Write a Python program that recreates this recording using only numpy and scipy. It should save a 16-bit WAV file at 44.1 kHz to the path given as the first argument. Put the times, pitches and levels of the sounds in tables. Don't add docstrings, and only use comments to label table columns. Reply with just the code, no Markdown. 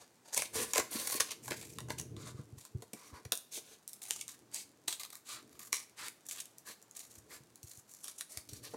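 import sys
import numpy as np
from scipy import signal
from scipy.fft import rfft, irfft
from scipy.io import wavfile
from scipy.ndimage import uniform_filter1d

SR = 44100
rng = np.random.default_rng(int(sys.argv[2]) if len(sys.argv) > 2 else 0)


def wav_record(signal):
    frames = np.transpose(np.atleast_2d(signal))
    bounded = np.clip(frames, -1, 1)
    quanta = np.round(bounded * 32767).astype(np.int16)
    wavfile.write(sys.argv[1], SR, quanta)


N = 386316

BLOW_S = .004


def amp(db):
    return 10 ** (np.asarray(db) / 20)


def unit(x):
    return x / np.sqrt(np.sum(x ** 2) + 1e-18)


def add(track, s, sound):
    i = max(int(s * SR), 0)
    track[i:i + len(sound)] += sound[:max(N - i, 0)]


def through(x, response):
    return signal.fftconvolve(x, response)[:len(x)]


def colour(points, peak_hz=1000, peak_db=0, peak_share=.1, top_db=0, size=2048):
    hz, db = np.transpose(points)
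    f = np.maximum(np.fft.rfftfreq(size, 1 / SR), 1)
    octaves_outside = np.abs(np.log2(f / np.clip(f, hz[0], hz[-1])))
    shape = np.interp(np.log(f), np.log(hz), db) - 20 * octaves_outside
    shape += top_db * np.clip(2 * np.log2(f / 9000), 0, 1)
    resonance = 1 + (amp(peak_db) - 1) / (1 + (2 * np.log(f / peak_hz) / peak_share) ** 2)
    cepstrum = irfft(np.log(amp(shape) * resonance))
    cepstrum[1:size // 2] *= 2
    cepstrum[size // 2 + 1:] = 0
    return unit(irfft(np.exp(rfft(cepstrum))))


def wander(rate):
    k = max(int(SR / rate), 1)
    steps = np.repeat(rng.standard_normal(N // k + 1), k)[:N]
    slow = uniform_filter1d(steps, k)
    return slow / slow.std()


def gesture(s, length_s, attack_s, release_s, swell_db=0):
    t = np.arange(-min(s, 2 * attack_s), length_s + 2 * release_s, 1 / SR)
    ease = lambda u: .5 + .5 * np.tanh(u / 2 - 1)
    swell = amp(swell_db * (np.clip(t / length_s, 0, 1) - .5))
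    return s + t[0], ease(t / attack_s) * ease((length_s - t) / release_s) * swell


def pressure(strokes, attack_s, release_s):
    drive = np.zeros((3, N))
    for s, length_s, db, swell_db, liner_db, body_db in strokes:
        begins, envelope = gesture(s, length_s, attack_s, release_s, swell_db)
        for track, rel_db in zip(drive, (0, liner_db, body_db)):
            add(track, begins, amp(db + rel_db) * envelope)
    return drive


def fibres(rate, spread_db, catch_rate, catch_db, even_s=0.04):
    breaks = rng.random(N) < rate / SR
    size_db = spread_db * np.minimum(rng.exponential(size=N), 4) + catch_db * wander(catch_rate)
    force = breaks * amp(size_db) * rng.choice([-1, 1], N)
    power = uniform_filter1d(force ** 2, max(int(even_s * SR), 1))
    return force / np.sqrt(np.maximum(power, 1e-3))


# [centre f/Hz, width f/Hz, level/dB relative]
SHEET_MODES = [(404, 90, -9), (545, 110, -1.5), (781.5, 69, -7), (1033, 70, -1), (1084, 80, -3.5),
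               (1411, 150, -9), (1476, 210, -18), (1726, 160, -4.5), (1994, 100, -4.5)]
# [centre f/Hz, width f/Hz, level/dB relative]
STRIP_MODES = [(560, 160, -7), (745, 180, -7), (1047, 100, -3.5), (1199, 110, 2), (1580, 360, -2),
               (2010, 440, -1)]


def card(s, main_hz, main_db=-5.5, main_share=0.086, bend=0.026, size=2048):
    regrip_s = 3.7
    t = np.arange(size) / SR
    mode = lambda hz, width: width * np.exp(-np.pi * width * t) * np.sin(2 * np.pi * hz * t)
    ring = 0
    for hz, width, db in (SHEET_MODES if s < regrip_s else STRIP_MODES):
        sign = rng.choice([-1, 1])
        bent_hz = hz * (1 + bend * rng.standard_normal())
        ring = ring + sign * amp(db) * mode(bent_hz, width)
    main = unit(mode(main_hz, main_share * main_hz))
    return unit(unit(ring) + np.copysign(amp(main_db), ring @ main) * main)


# [start t/s, card f/Hz, liner paper f/Hz, cut edge f/Hz, top octave level/dB]
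GRIP_TUNINGS = [(0, 742, 4800, 6660, -4), (0.355, 985, 2200, 9600, -2), (0.509, 478, 2030, 9200, 1),
                (0.72, 1030, 2250, 7350, 0), (0.9, 1090, 4400, 9350, 4.5), (1.19, 1110, 2730, 6150, -3),
                (1.42, 875, 2360, 7500, 2.5), (1.76, 887, 2800.0, 6100, -1), (2.1, 1140, 3800, 7000, -5),
                (2.55, 850, 3900, 7260, 1), (2.9, 1150, 2300, 5700, 0), (3.31, 667, 3730, 9300, 3.5),
                (3.5, 450, 3460.0, 6200, 0.5), (3.86, 730, 3900, 9100, 2), (4.1, 920, 3000, 6930.0, -2.5),
                (4.27, 1140, 3800, 7050, 1), (4.5, 910, 4720, 7700, -1.5), (4.87, 944, 3800, 8150, 0),
                (4.98, 1190, 3880, 7740.0, 5), (5.24, 1120, 3940, 7600, -1), (5.5, 1160, 2040, 7140, 6.5),
                (5.71, 1104, 2160, 5500, -3.5), (5.95, 1370, 2010.0, 7700, -0.5),
                (6.24, 1780, 3400, 7340, 0.5), (6.56, 1700, 4170, 7300, 3), (6.88, 706, 4180.0, 6840, 1.5),
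                (7.27, 1710, 2080.0, 7220.0, 4), (7.52, 504, 4300, 7140, 2.5), (8.03, 1310, 3440, 9820, -2),
                (8.28, 664, 4230, 9810.0, -1), (8.47, 565, 4300, 5560, 1.5)]
# [f/Hz, level/dB]
EDGE_SPECTRUM = [(3000, -44), (4600, -15), (5400, -2), (6300, 1), (7500, 0.5), (9500, 0), (11500, -3.5),
                 (14000, -8), (16000, -16.5)]
# [f/Hz, level/dB]
LINER_SPECTRUM = [(1200, -31.5), (1900, -9.5), (2200, -0.5), (3050, -2), (4700, 0.5), (5600, -9.5),
                  (8000, -35)]
EDGE_WIDTH, LINER_WIDTH = .13, .17


def voices(s, edge_db, paper_db, scatter):
    held = max(np.searchsorted([row[0] for row in GRIP_TUNINGS], s, "right") - 1, 0)
    _, card_hz, liner_hz, edge_hz, top_db = GRIP_TUNINGS[held]
    edge_shift, liner_shift = np.exp(scatter * rng.standard_normal(2))
    edge = colour(EDGE_SPECTRUM, edge_hz * edge_shift, edge_db, peak_share=EDGE_WIDTH, top_db=top_db)
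    liner = colour(LINER_SPECTRUM, liner_hz * liner_shift, paper_db, peak_share=LINER_WIDTH)
    return edge, liner, card(s, card_hz)


def radiate(force, drive, vary_db, vary_rate=160):
    pushes = force * drive
    pushes = pushes * amp([vary_db * wander(vary_rate) for _ in pushes])
    starts = [int(row[0] * SR) for row in GRIP_TUNINGS]
    borders = np.append(np.clip(starts, 0, N - 2), N)
    out = np.zeros(N)
    for a, b in zip(borders, borders[1:]):
        responses = voices((a + b) / 2 / SR, edge_db=4.0, paper_db=4.5, scatter=.01)
        for push, response in zip(pushes, responses):
            add(out, a / SR, signal.fftconvolve(push[a:b], response))
    return out


# [start t/s, length t/s, crisp edge level/dB,
# swell from start to end level/dB, liner paper level/dB and card body level/dB relative to the edge]
SLIDE_STROKES = [(0, 0.071, -65.5, -29, 0, -0.5), (.53, 0.13, -39, 3, -7.5, -4.5),
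                 (.65, 0.079, -52, 16, -7, -2.5), (.902, .16, -43, 0, -5.5, -6.5),
                 (2.165, .095, -61, 9, -1.5, -1), (2.25, 0.074, -53, -2, -5.5, -1),
                 (2.34, 0.093, -69.5, 7, -2, 3), (2.94, .19, -64, 2, -4, -1),
                 (3.13, 0.095, -67, -16, 0, 8.5), (3.51, 0.087, -43.5, 9, -6.5, -18.5),
                 (3.6, 0.17, -63.5, 13, -4, -5.5), (4.508, 0.04, -60.5, 1, -1, -3),
                 (4.533, 0.12, -49.5, -15, -6, -16.5), (5.25, 0.04, -52, -1, -7, -10),
                 (5.277, 0.099, -48.5, -3, -3, -6.5), (5.345, 0.087, -66, -15, 0, 5.5),
                 (5.966, 0.13, -51.5, 7, -1, -1), (6.655, .09, -51, -4, -4.5, -6),
                 (7.288, 0.097, -54.5, 5.5, -3, -5), (8.29, 0.15, -57, -10, -10, -10),
                 (8.49, 0.11, -59.5, 10, -4, -13), (8.628, 0.075, -53, -11, -2, -6),
                 (8.695, 0.083, -63.5, -8, -3, -3)]
SLIDE_ATTACK_S, SLIDE_RELEASE_S = 0.0055, 0.0088


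def sliding():
    force = fibres(rate=14000, spread_db=2.5, catch_rate=300, catch_db=0.3, even_s=0.0096)
    return radiate(force, pressure(SLIDE_STROKES, SLIDE_ATTACK_S, SLIDE_RELEASE_S), vary_db=2.0)


TICK_DB = -74


def ticks(rate=42, spread_db=3.8, liner_db=-9, body_db=-13):
    happens = rng.random(N) < rate / SR
    force = happens * amp(TICK_DB + spread_db * np.minimum(rng.exponential(size=N), 3))
    edge, liner = colour(EDGE_SPECTRUM), colour(LINER_SPECTRUM)
    response = edge + amp(liner_db) * liner + amp(body_db) * card(0, 1150)
    return np.sqrt(BLOW_S * SR) * through(force, response)


# [start t/s, length t/s, rumble level/dB, flutter level/dB]
BENDS = [(0.476, .24, -56, -52.5), (0.694, 0.74, -66, -60), (1.39, 0.42, -54, -55),
         (1.72, 0.65, -48.5, -53.5), (2.345, 0.26, -57.5, -58.5), (2.706, 0.17, -60, -56),
         (3.027, 0.26, -84, -65), (3.99, 1, -75.5, -73.5), (5.22, 0.55, -70, -68.5),
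         (7.028, 0.54, -72, -69), (8.44, 0.45, -58, -62)]
# [f/Hz, level/dB]
RUMBLE_SPECTRUM = [(25, -39), (50, -42), (80, 0.5), (105, 5.5), (170, 1.5), (240, -27.5), (400, -44.5)]
# [f/Hz, level/dB]
FLUTTER_SPECTRUM = [(120, -26.5), (220, -1), (300, 2), (410, -1.5), (520, -10), (800, -23.5), (2000, -69.5)]
FLEX_ATTACK_S, FLEX_RELEASE_S = 0.025, 0.022
HOLD_RUMBLE_DB, HOLD_FLUTTER_DB = -88.5, -76


def flexing(judder_db=2.0, lurch_db=0.5):
    low, high = np.full(N, amp(HOLD_RUMBLE_DB)), np.full(N, amp(HOLD_FLUTTER_DB))
    for s, length_s, rumble_db, flutter_db in BENDS:
        begins, bend = gesture(s, length_s, FLEX_ATTACK_S, FLEX_RELEASE_S)
        add(low, begins, amp(rumble_db) * bend)
        add(high, begins, amp(flutter_db) * bend)
    rumble = through(rng.standard_normal(N), colour(RUMBLE_SPECTRUM))
    flutter = through(rng.standard_normal(N), colour(FLUTTER_SPECTRUM))
    unsteady = amp(judder_db * wander(45) + lurch_db * wander(16) - 3.0)
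    return unsteady * (rumble * low + flutter * high)


# [f/Hz, level/dB]
SHOP_SPECTRUM = [(30, -8), (60, -7.5), (100, 8.5), (170, 8.5), (300, 8), (700, 4), (1200, 0.5), (3000, -7),
                 (5000, -6.5), (7300, -5.5), (10000, -10.5), (13000, -14), (16000, -16)]
SHOP_DB = -68.5


def workshop():
    return amp(SHOP_DB + .5 * wander(1.5)) * through(rng.standard_normal(N), colour(SHOP_SPECTRUM))


def flutes(per_s=42, uneven=.25, ridge_db=6):
    passed = np.cumsum(per_s * np.exp(uneven * wander(30))) / SR
    return unit(amp(-ridge_db * (passed % 1))) * np.sqrt(N)


# [start t/s, length t/s, crisp edge level/dB,
# swell from start to end level/dB, liner paper level/dB and card body level/dB relative to the edge]
SQUEEZES = [(.245, 0.11, -64, -5, -3.5, -2.5), (.322, 0.055, -46.5, 5, -15, -15),
            (.358, 0.11, -45, -6, -2.5, -8), (.731, 0.076, -40.5, 12.5, -3, -5),
            (1.045, 0.15, -42.5, 1, -6.5, -10), (1.198, 0.031, -36, -12, -1.5, -15),
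            (1.25, 0.091, -52.5, 18, 0, -5), (1.425, 0.075, -51, 7, -12, -15),
            (1.502, 0.048, -50.5, 5, 0, 2), (1.55, 0.24, -58.5, -17, -7.5, -16),
            (1.885, 0.053, -52.5, -5, -6, -3), (1.978, 0.048, -50.5, -9, -4.5, -7.5),
            (2.57, .13, -62.5, -5, -7, -14), (3.322, 0.017, -34.5, -15, -7, -8),
            (3.875, 0.14, -64, -12, -12, -25), (4.015, 0.12, -52.5, -3, -9.5, -16.5),
            (4.1, .14, -53.5, 8, -8, -17), (4.275, 0.088, -59, -12, -7, -9.5),
            (4.875, 0.094, -48, -10, -6.5, -15), (4.995, 0.076, -53.5, -11, -5, -11.5),
            (5.125, 0.062, -55, -12, -9.5, -10), (5.5, 0.092, -69, 2, -3, -3.5),
            (5.59, 0.1, -57, -1, -8, -8.5), (5.724, 0.07, -42, -15, -7.5, -19.5),
            (5.785, 0.061, -57.5, -2, -8, -8.5), (6.255, 0.026, -51.5, -1, -16, -11),
            (6.29, 0.14, -52.5, -3, -7.5, -11.5), (6.945, 0.13, -55.5, -5.5, -10, -16),
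            (7.07, .13, -63.5, 6, -12, -14), (7.63, 0.18, -58.5, 1.5, -13, -21),
            (7.875, 0.18, -62, -4, -14.5, -21), (8.035, 0.1, -54, -7, -9.5, -17),
            (8.125, 0.096, -60, 36, -12, -17)]
CUT_ATTACK_S, CUT_RELEASE_S = .0017, 0.0047


def cutting():
    force = flutes() * fibres(rate=2600, spread_db=0.5, catch_rate=200, catch_db=4.5, even_s=0.047)
    return radiate(force, pressure(SQUEEZES, CUT_ATTACK_S, CUT_RELEASE_S), vary_db=2.5)


# [start t/s, crisp edge level/dB over one blow,
# liner paper level/dB and card body level/dB relative to the edge, nominal tear length t/ms]
SNAP_EVENTS = [(.342, -37, -12, -18, .4), (.3456, -30.5, -17, -16.5, .7), (.375, -24, -7, -11, 3.1),
               (0.4202, -32, -9, -5, 1.8), (0.734, -27, -10, -11, 2.7), (.758, -29.5, -7.5, 0, 1.7),
               (0.7669, -36, -20, 1, 1.6), (0.78, -29.5, -22, -1.5, 2.2), (.797, -30.5, -7, 1.5, 3.3),
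               (1.074, -40, -11, -9, 3), (1.098, -36, -11, -7, 3), (1.1213, -33, -8, -7.5, 4.7),
               (1.141, -36, -8, -8, 2.2), (1.156, -38, -6, -23, 3.4), (1.1996, -28, -13.5, -3, 4.2),
               (1.2055, -23, -8, -8, 2.2), (1.3154, -38.5, -5, -7, 3), (1.4792, -43.5, -5, 4, 2),
               (1.5084, -47.5, 9.5, 11.5, 1.6), (1.518, -43.5, 3, 9.5, 1.6), (1.7854, -42.5, -1, 0.5, .6),
               (1.804, -46, -5, -4, 1.5), (1.8847, -57, -8, 6, 1.9), (1.9038, -41.5, 2, 8, 1.7),
               (1.6257, -47.5, -4, -6, 4), (1.9842, -46, -7, -16, 5), (1.9985, -37.5, -13, -16, .5),
               (2.0128, -42.5, -14, -26, 1.3), (2.165, -55.5, 3.5, -1, 2), (2.651, -48, -11, -8, .9),
               (2.8215, -49, -6, -6.5, 3), (2.9321, -40.5, -9, -15, 3.1), (3.2503, -49.5, -2, .5, 3),
               (3.3208, -26, -2.5, -11, .6), (3.3532, -37.5, -23, -29, .6), (3.3743, -37.5, -25, -31, .8),
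               (3.8776, -39.5, -20, -34, .6), (3.8942, -50, -14, -25, 1.1), (3.932, -43, -17, -28, .6),
               (4.0316, -46, -14, -25, 1), (4.1077, -27.5, -6, -15, 0.88), (4.2112, -39, -16, -31, .4),
               (4.28, -41, -10.5, -27, 0.82), (4.5446, -35.5, -12, -25, .6), (4.8796, -28.5, -3.5, -11, 4),
               (4.926, -35.5, -1.5, -14.5, 2.7), (4.997, -45.5, 0, -30, .5), (5.0335, -43.5, -0.5, -10, .5),
               (5.05, -46.5, -4, -6.5, 1.1), (5.1024, -48.5, -4.5, -12, 2.4), (5.13, -48.5, -8, -5, 1.5),
               (5.154, -45, -7.5, -15, .6), (5.5927, -45, -9, -14, 2.5), (5.7279, -26, -5, -8.5, 1.6),
               (6.083, -39.5, -6.5, -26, .5), (6.2655, -47, -17, -27, .9), (6.2864, -38.5, -15, -18, 3.5),
               (6.3106, -39, -6, -20, 2.2), (6.329, -50, -5, -19, 2.5), (6.358, -51, -7, -10, 2),
               (6.3834, -50, -7, -17, 2.8), (6.4015, -36, -8.5, -25, 4.2), (6.455, -48.5, -11, -20, 2.2),
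               (6.583, -47.5, -18, -33, .6), (6.825, -53.5, -29, -22, 1.7), (6.911, -50, -22, -39, 0.37),
               (6.9922, -43.5, -11, -31, 2.2), (7.115, -55, -8, -20, 2.4), (7.557, -50.5, -12, -26, .7),
               (7.63, -48, -10, -30, .7), (7.712, -47.5, -8, -19, 4.1), (7.9378, -49.5, -23, -19, .9),
               (8.0425, -40.5, -14, -17.5, 1.7), (8.0806, -39.5, -11, -13.5, 2.9),
               (8.209, -35.5, -6, -11, 1.5), (8.373, -36.5, -7, -15.5, 1.3), (8.489, -45.5, -4.5, -18, 6.4),
               (8.5324, -44.5, -6, -13, 2.6), (8.743, -60.5, -4, 9.5, 2.5)]


def snaps(tail=1.54, shortest_ms=1.0, body_lag_s=0.00028, size=900):
    out, t = np.zeros(N), np.arange(size) / SR
    for s, db, liner_db, body_db, tear_ms in SNAP_EVENTS:
        age = t / (max(tear_ms, shortest_ms) * 1e-3)
        tear = rng.standard_normal(size) * np.sqrt(age) * np.exp(-2 * age / tail)
        responses = voices(s, edge_db=5.0, paper_db=10, scatter=0.0063)
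        for response, rel_db, lag in zip(responses, (0, liner_db, body_db), (0, 0, body_lag_s)):
            gain = amp(db + rel_db) * np.sqrt(BLOW_S * SR)
            add(out, s + lag, gain * unit(signal.fftconvolve(tear, response)))
    return out


# [start t/s, level/dB, pitch f/Hz]
KNOCKS = [(0.55, -40.5, 366), (0.778, -33, 450), (0.948, -40.5, 264), (1.144, -43, 330),
          (1.202, -49.5, 345), (1.507, -41, 340), (1.885, -44.5, 286), (2.166, -41.5, 96.5),
          (2.343, -38, 110), (2.389, -39, 139.5), (2.524, -44, 111), (2.568, -44, 109), (2.747, -31.5, 105),
          (2.82, -50, 410), (2.931, -44, 281), (3.125, -44, 79), (3.253, -41, 106), (3.319, -48.5, 470),
          (3.57, -50.5, 445), (7.174, -53, 83.4), (7.403, -52, 143), (7.635, -46.5, 100), (7.774, -52, 107),
          (8.369, -46.5, 84), (8.523, -41, 113), (8.735, -40, 376)]


def bumps(rise_s=0.0068, overtone=3.5, overtone_db=-14, gritty_hz=230, gain_db=1, size=5000):
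    out, t = np.zeros(N), np.arange(size) / SR
    swell = (t / rise_s) ** 2 * np.exp(2 - 2 * t / rise_s)
    for s, db, hz in KNOCKS:
        swing = np.sin(2 * np.pi * hz * t) + amp(overtone_db) * np.sin(2 * np.pi * overtone * hz * t)
        rub_spectrum = [(hz / 4, -24), (hz / 2, -5), (hz, 0), (2.5 * hz, -13)]
        rub = through(rng.standard_normal(size), colour(rub_spectrum))
        grit = (hz / gritty_hz) ** 2
        add(out, s, amp(db + gain_db) * swell * (swing + grit * rub) / np.sqrt(1 + grit ** 2))
    return out


# [f/Hz, fade t/s]
ROOM_FADE = [(200, 0.23), (1000, 0.32), (3700, 0.36), (8000, .26), (15000, 0.35)]


def room(x, bench_db=-9, bench_s=0.00494, bench_fade_s=0.011, wall_db=-11.5, wall_s=0.0056, size=22000, count=10):
    t = np.arange(size) / SR
    early = rng.standard_normal(size) * (t > bench_s) * np.exp(-t / bench_fade_s)
    hz, t60 = np.transpose(ROOM_FADE)
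    borders = np.geomspace(100, 18000, count)
    late = 0
    for lo, hi in zip(borders, borders[1:]):
        band_filter = signal.butter(2, [lo, hi], "band", fs=SR, output="sos")
        band = signal.sosfilt(band_filter, rng.standard_normal(size))
        late = late + band * amp(-60 * t / np.interp(np.sqrt(lo * hi), hz, t60))
    late = late * np.clip(t / wall_s - 1, 0, 1)
    return x + through(x, amp(bench_db) * unit(early) + amp(wall_db) * unit(late))


def scene():
    work = sliding() + ticks() + amp(-1.5) * flexing()
    work = work + amp(0.64) * cutting() + amp(-0.93) * snaps() + amp(-1.0) * bumps()
    return (room(work) + workshop())[None]


def record(dry, low_cut_hz=66, top_hz=16000):
    bass_cut = signal.butter(2, low_cut_hz, "high", fs=SR, output="sos")
    top_cut = signal.ellip(10, .2, 70, top_hz, fs=SR, output="sos")
    return signal.sosfilt(top_cut, signal.sosfilt(bass_cut, dry))


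dry = scene()
out = record(dry)
wav_record(out)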